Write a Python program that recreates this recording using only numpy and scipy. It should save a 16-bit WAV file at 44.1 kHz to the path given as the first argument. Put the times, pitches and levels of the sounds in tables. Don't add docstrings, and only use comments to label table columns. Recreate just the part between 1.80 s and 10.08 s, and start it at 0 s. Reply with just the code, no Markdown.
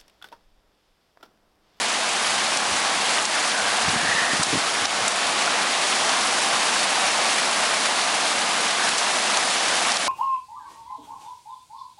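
import sys
import numpy as np
from scipy import signal
from scipy.fft import rfft, irfft
from scipy.io import wavfile

SR = 44100
rng = np.random.default_rng(int(sys.argv[2]) if len(sys.argv) > 2 else 0)


def wav_record(signal):
    frames = np.transpose(np.atleast_2d(signal))
    bounded = np.clip(frames, -1, 1)
    quanta = np.round(bounded * 32767).astype(np.int16)
    wavfile.write(sys.argv[1], SR, quanta)


def elevation(decibels):
    levels = np.asarray(decibels, float)
    return 10 ** (levels / 20)


N = 365148

# t/s, roar level/dB, treble re roar/dB
DOWNPOUR = [(0.0, -24.5, -3.5), (0.32, -25, -3.5), (0.5, -24, -3), (0.8, -24, -4.5), (1.35, -23, -4),
            (1.7, -24, -4), (2.3, -23.5, -4.5), (2.6, -24.5, -4), (3.04, -23.5, -5), (3.74, -22.5, -6.5),
            (3.93, -23.5, -5), (4.05, -23, -3.5), (5.5, -22.5, -4.5), (6.4, -23.5, -4.5), (6.7, -23, -4.5),
            (7.8, -23.5, -4), (8.08, -23.5, -3.5), (8.28, -22.5, -4)]
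# f/Hz, level/dB per Hz
ROAR_SPECTRUM = [(260, -44), (450, -8.5), (535, -10.5), (571, -5.5), (725, -0.5), (959, -3), (1110, -1.5),
                 (1370, -4.5), (1590, -4), (1940, -6), (2240, -6), (4410, -8.5), (10700, -17.5),
                 (13900, -6), (22000, -120)]
# f/Hz, level/dB per Hz
RUMBLE_SPECTRUM = [(15, -83), (25, -53), (75, -48), (95, -19), (176, -9), (208, -2.5), (342, -5),
                   (374, -1.5), (426, -13), (473, -4), (560, -6), (730, -25), (1230, -120)]
# t/s, level/dB (each peaks 2.5 dB below it), centre f/Hz
PUDDLE_SPLATS = [(0.1022, -17, 2500), (0.464, -16, 1260), (0.6474, -13, 2520), (1.0534, -19, 1160),
                 (1.3745, -12, 1810), (1.382, -11, 3040), (1.393, -21, 1580), (2.044, -14, 1600),
                 (2.6209, -13, 1480), (2.877, -19, 1250), (3.674, -15, 1160), (4.125, -12, 2650),
                 (4.304, -15, 1350), (4.585, -16, 1450), (4.7564, -14.5, 1100), (4.958, -14, 1450),
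                 (5.09, -15, 1570), (5.339, -16, 1250), (5.98, -34, 1160), (8.05, -13, 2250),
                 (8.074, -21, 1100)]
# peak t/s, peak level/dB, fall/dB per s
AIR_PUFFS = [(0.5, -51, 34), (0.92, -42, 150), (1.18, -55, 140), (1.4, -59, 90), (1.61, -59, 90),
             (1.84, -46, 116), (2.07, -42, 38), (2.24, -45, 72), (2.58, -52, 90), (2.7, -39, 170),
             (3.02, -48.5, 30), (3.22, -41, 278), (3.46, -45, 122), (3.87, -57, 197), (4.22, -57, 152),
             (4.43, -56, 60), (4.73, -56, 220), (5.26, -53, 60), (5.56, -65, 250), (6.18, -61, 18),
             (6.59, -55, 258), (6.76, -57, 250), (7.15, -60, 150), (7.89, -61, 36)]
# t/s, peak level/dB, centre f/Hz, burst decay/s
LEDGE_DROPS = [(0.47, -16, 4400, .004), (0.772, -12, 6370, .003), (1.425, -14, 8000, .001),
               (1.4530, -6, 5300, .0006), (1.455, -11, 6200, .003), (1.7165, -13, 3500, .002),
               (1.804, -15, 5500, .002), (2.092, -13, 4900, .001), (2.182, -15, 4000, .0018),
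               (2.63, -13, 8000, .0006), (2.6326, -7, 6300, .001), (2.6348, -8, 5200, .003),
               (3.0547, -9, 3900, 0.00085), (3.0570, -11, 4300, .001), (3.278, -16, 3500, .001),
               (3.2808, -4.5, 7400, 0.00058), (3.2845, -10, 8800, .001), (3.659, -17, 4600, .002),
               (4.2931, -11, 3900, .002), (5.042, -13, 8000, .002), (5.5852, -16, 7500, .002),
               (7.0900, -12, 5000, .001), (7.0928, -9, 8500, .001), (7.1815, -10.5, 5500, .0065),
               (7.5717, -9, 5570, 0.0027), (8.1192, -9, 4770, .0015), (8.1225, -17, 8000, .001),
               (8.169, -10.5, 4000, .002), (8.171, -7, 5300, .0006)]
# t/s, f/Hz, level/dB
PORT_WHISTLES = [
    [(1.62, 1757, -46), (1.8, 1580, -29.5), (2.04, 1590, -39), (2.2, 1692, -29), (2.33, 1840, -23.5),
     (2.47, 1835, -28), (2.58, 1790, -32), (2.65, 1760, -52)],
    [(6.94, 1665, -41), (7.02, 1655, -30), (7.09, 1690, -33), (7.15, 1670, -45)],
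]
# centre t/s, peak level/dB, f/Hz
PRESSURE_LUMPS = [(2.083, -22, 145), (2.137, -26, 270), (2.162, -21, 180), (2.232, -25, 250),
                  (2.29, -28, 150), (2.35, -31, 180), (2.42, -29, 210), (2.535, -20, 240),
                  (2.598, -20, 170), (2.67, -26, 260), (2.731, -16, 300), (2.738, -17, 290),
                  (2.757, -17, 260), (2.773, -25, 170)]
# t/s, gain dip level/dB, spray treble lift level/dB
CLOSE_DROPS = [(0.775, 1, -0.5), (1.43, 2.5, 2), (1.456, 2, -2), (2.182, 2, -2), (2.634, 4.5, 5),
               (3.058, 6, 1), (3.283, 4.5, 3.5), (5.043, 2, -0.5), (7.093, 2.5, 2), (8.123, 3, 1.5),
               (8.172, 3.5, -3)]

RUMBLE_DB, SPLAT_S = -39, 0.0051
PUFF_RISE_DB_PER_S, CALM_DB, WAKE_TOP_DB = 220, -65, -23
WHISTLE_WIDTH_HZ = 240
RELEASE_S, GRAB_S, SPRAY_S = 0.073, 0.0019, 0.053
MIC_CUT_HZ, EDGE_HZ = 72, 10990
STRIP_LOW_HZ, STRIP_HIGH_HZ, STRIP_DB = 12970, 13480, -31


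def rms_one(x):
    return x / np.sqrt(np.mean(x ** 2) + 1e-20)


def in_time(rows, outside=None):
    s, *columns = np.transpose(rows)
    return [np.interp(np.arange(N) / SR, s, c, outside, outside) for c in columns]


def band(x, low_hz, high_hz, order=2):
    sos = signal.butter(order, [low_hz, min(high_hz, .45 * SR)], "band", fs=SR, output="sos")
    return signal.sosfilt(sos, x)


def low_pass(x, cut_hz):
    return signal.sosfilt(signal.butter(2, cut_hz, fs=SR, output="sos"), x)


def drift(rate_hz):
    r = np.exp(-2 * np.pi * rate_hz * 40 / SR)
    slow = signal.lfilter([1], [1, -2 * r, r * r], rng.standard_normal(N // 40 + 2002))
    slow = rms_one(slow[2000:])
    return np.interp(np.arange(N) / 40, np.arange(len(slow)), slow)


def coloured(x, spectrum):
    hz, level_db = np.transpose(spectrum)
    bins_hz = np.maximum(np.fft.rfftfreq(N, 1 / SR), 1)
    gain = elevation(np.interp(np.log(bins_hz), np.log(hz), level_db, left=-120))
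    return rms_one(irfft(rfft(x) * gain, N))


def ring(clicks, hz, t60_s):
    r, w = elevation(-60 / (t60_s * SR)), 2 * np.pi * hz / SR
    return signal.lfilter([0, np.sin(w)], [1, -2 * r * np.cos(w), r * r], clicks + 1e-18)


def after(times_s, sizes, decay_s):
    kicks = np.zeros(N)
    kicks[(times_s * SR).astype(int)] = np.maximum(sizes, 0)
    fast = np.exp(-1 / (GRAB_S * SR))
    decay = signal.lfilter([1], [1, -np.exp(-1 / (decay_s * SR))], kicks)
    return signal.lfilter([1 - fast], [1, -fast], decay)


def patchy_noise(bright_db, patchy_db, shared_db):
    octave = np.log2(np.maximum(np.fft.rfftfreq(N, 1 / SR), 1))
    white = rfft(rng.standard_normal((2, N)))
    together, out = drift(12.0), 0
    for k, centre in enumerate(np.arange(8, 14.6, .5)):
        slice_gain = np.cos(np.pi * np.clip(octave - centre, -.5, .5))
        treble_share = np.clip(centre / 2 - 5.5, 0, 1)
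        swell_db = treble_share * bright_db + shared_db * together + patchy_db * drift(13.0)
        out = out + elevation(swell_db) * irfft(white[k % 2] * slice_gain, N)
    return out


def roar(level_db, bright_db):
    far = coloured(patchy_noise(bright_db, patchy_db=0.66, shared_db=0.42), ROAR_SPECTRUM)
    rumble = coloured(rng.standard_normal(N), RUMBLE_SPECTRUM)
    rumble_db = RUMBLE_DB + 0.82 * (level_db - level_db.mean())
    return elevation(level_db) * far + elevation(rumble_db) * rumble


def patter(level_db):
    sizes = elevation(2.45 * np.minimum(rng.exponential(1, N), 3.5)) * rng.choice([-1, 1], N)
    rate_hz = 1500 * elevation(4.0 * drift(18.0) + 3.0 * drift(60.0))
    born = rng.random(N) < rate_hz / SR
    pitches_hz, dealt = np.geomspace(1800, 10000, 14), rng.integers(0, 14, N)
    snaps = np.zeros(N)
    for k, hz in enumerate(pitches_hz):
        snaps += ring(sizes * born * (dealt == k), hz, 5.1 / hz) * (hz / 5000) ** 0.5
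    return elevation(level_db - 7.5) * rms_one(band(snaps, 1260, 16400))


def plinks(level_db):
    sizes = elevation(3.0 * np.minimum(rng.exponential(1, N), 4)) * rng.choice([-1, 1], N)
    born = rng.random(N) < 350 / SR
    pitches_hz, dealt = np.geomspace(700, 8000, 30), rng.integers(0, 30, N)
    rings = np.zeros(N)
    for k, hz in enumerate(pitches_hz):
        rings += ring(sizes * born * (dealt == k), hz, 19.0 / hz)
    return elevation(level_db - 12.5) * rms_one(band(rings, 590, 9800))


def add_burst(out, s, peak_db, hz, decay_s, spread):
    t = np.arange(round(.04 * SR)) / SR
    spray = rng.standard_normal(len(t)) * np.exp(-t / max(decay_s, .0004))
    spray[0] = -3.0
    burst = band(spray, hz / spread, hz * spread)
    at = round(s * SR)
    out[at:at + len(t)] += (elevation(peak_db) * burst / np.abs(burst).max())[:N - at]


def splats():
    out = np.zeros(N)
    for s, peak_db, hz in PUDDLE_SPLATS:
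        add_burst(out, s, peak_db - 2.5, hz, SPLAT_S, spread=1.2)
    return out


def buffet():
    t, level_db = np.arange(N) / SR, CALM_DB
    for s, peak_db, fall in AIR_PUFFS:
        puff_db = peak_db - np.maximum(PUFF_RISE_DB_PER_S * (s - t), fall * (t - s))
        level_db = np.maximum(level_db, puff_db)
    return elevation(level_db + 2.4 * drift(5.5)) * rms_one(band(rng.standard_normal(N), 43, 160))


def drops():
    out = np.zeros(N)
    for s, peak_db, hz, decay_s in LEDGE_DROPS:
        add_burst(out, s, peak_db, hz, decay_s, spread=1.35)
    return out


def whistle():
    out = np.zeros(N)
    for rows in PORT_WHISTLES:
        hz, level_db = in_time(rows)[0], in_time(rows, outside=-99)[1]
        wobble = low_pass(rng.standard_normal((2, N)), WHISTLE_WIDTH_HZ / 2)
        phase = 2 * np.pi * np.cumsum(hz) / SR
        out += elevation(level_db) * rms_one(wobble[0] * np.cos(phase) + wobble[1] * np.sin(phase))
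    return out


def lumps():
    out, turbulence = np.zeros(N), rms_one(band(rng.standard_normal(N), 96, 330))
    wake = np.hanning(round(0.034 * SR))
    for s, peak_db, hz in PRESSURE_LUMPS:
        at, t = round((s - 1 / hz) * SR), np.arange(round(2 / hz * SR)) / SR
        lump = np.hanning(len(t)) * np.cos(2 * np.pi * hz * t - np.pi / 6)
        out[at:at + len(t)] -= elevation(peak_db) * lump
        eddies = wake * turbulence[at:at + len(wake)]
        out[at:at + len(wake)] += elevation(min(peak_db, WAKE_TOP_DB) - 10) * eddies
    return out


def scene():
    roar_db, treble_db = in_time(DOWNPOUR)
    s, _, lift_db = np.transpose(CLOSE_DROPS)
    bright_db = treble_db - treble_db.mean() + after(s, lift_db, SPRAY_S)
    rain = roar(roar_db + 1.66, bright_db) + patter(roar_db + bright_db) + plinks(roar_db)
    gust = buffet() + whistle() + lumps()
    return (rain + splats() + drops() + gust)[None]


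def gain_control():
    s, dip_db, _ = np.transpose(CLOSE_DROPS)
    return elevation(-after(s, dip_db, RELEASE_S))


def top_cut(x):
    return signal.sosfilt(signal.butter(12, 13560, fs=SR, output="sos"), x)


def record(dry):
    bass_cut = signal.butter(2, MIC_CUT_HZ, "high", fs=SR, output="sos")
    spectrum = rfft(signal.sosfilt(bass_cut, dry) * gain_control())
    hz = np.fft.rfftfreq(N, 1 / SR)
    edge = np.clip((EDGE_HZ - hz) / 220 + .5, 0, 1) ** 2
    in_strip = (hz > STRIP_LOW_HZ) * (hz < STRIP_HIGH_HZ)
    strip = elevation(STRIP_DB - 14.0 * (hz - STRIP_LOW_HZ) / 640) * in_strip
    mix = irfft(spectrum * edge, N) + elevation(2.5 * drift(15.0)) * irfft(spectrum * strip, N)
    return top_cut(mix)


dry = scene()
out = record(dry)
wav_record(out)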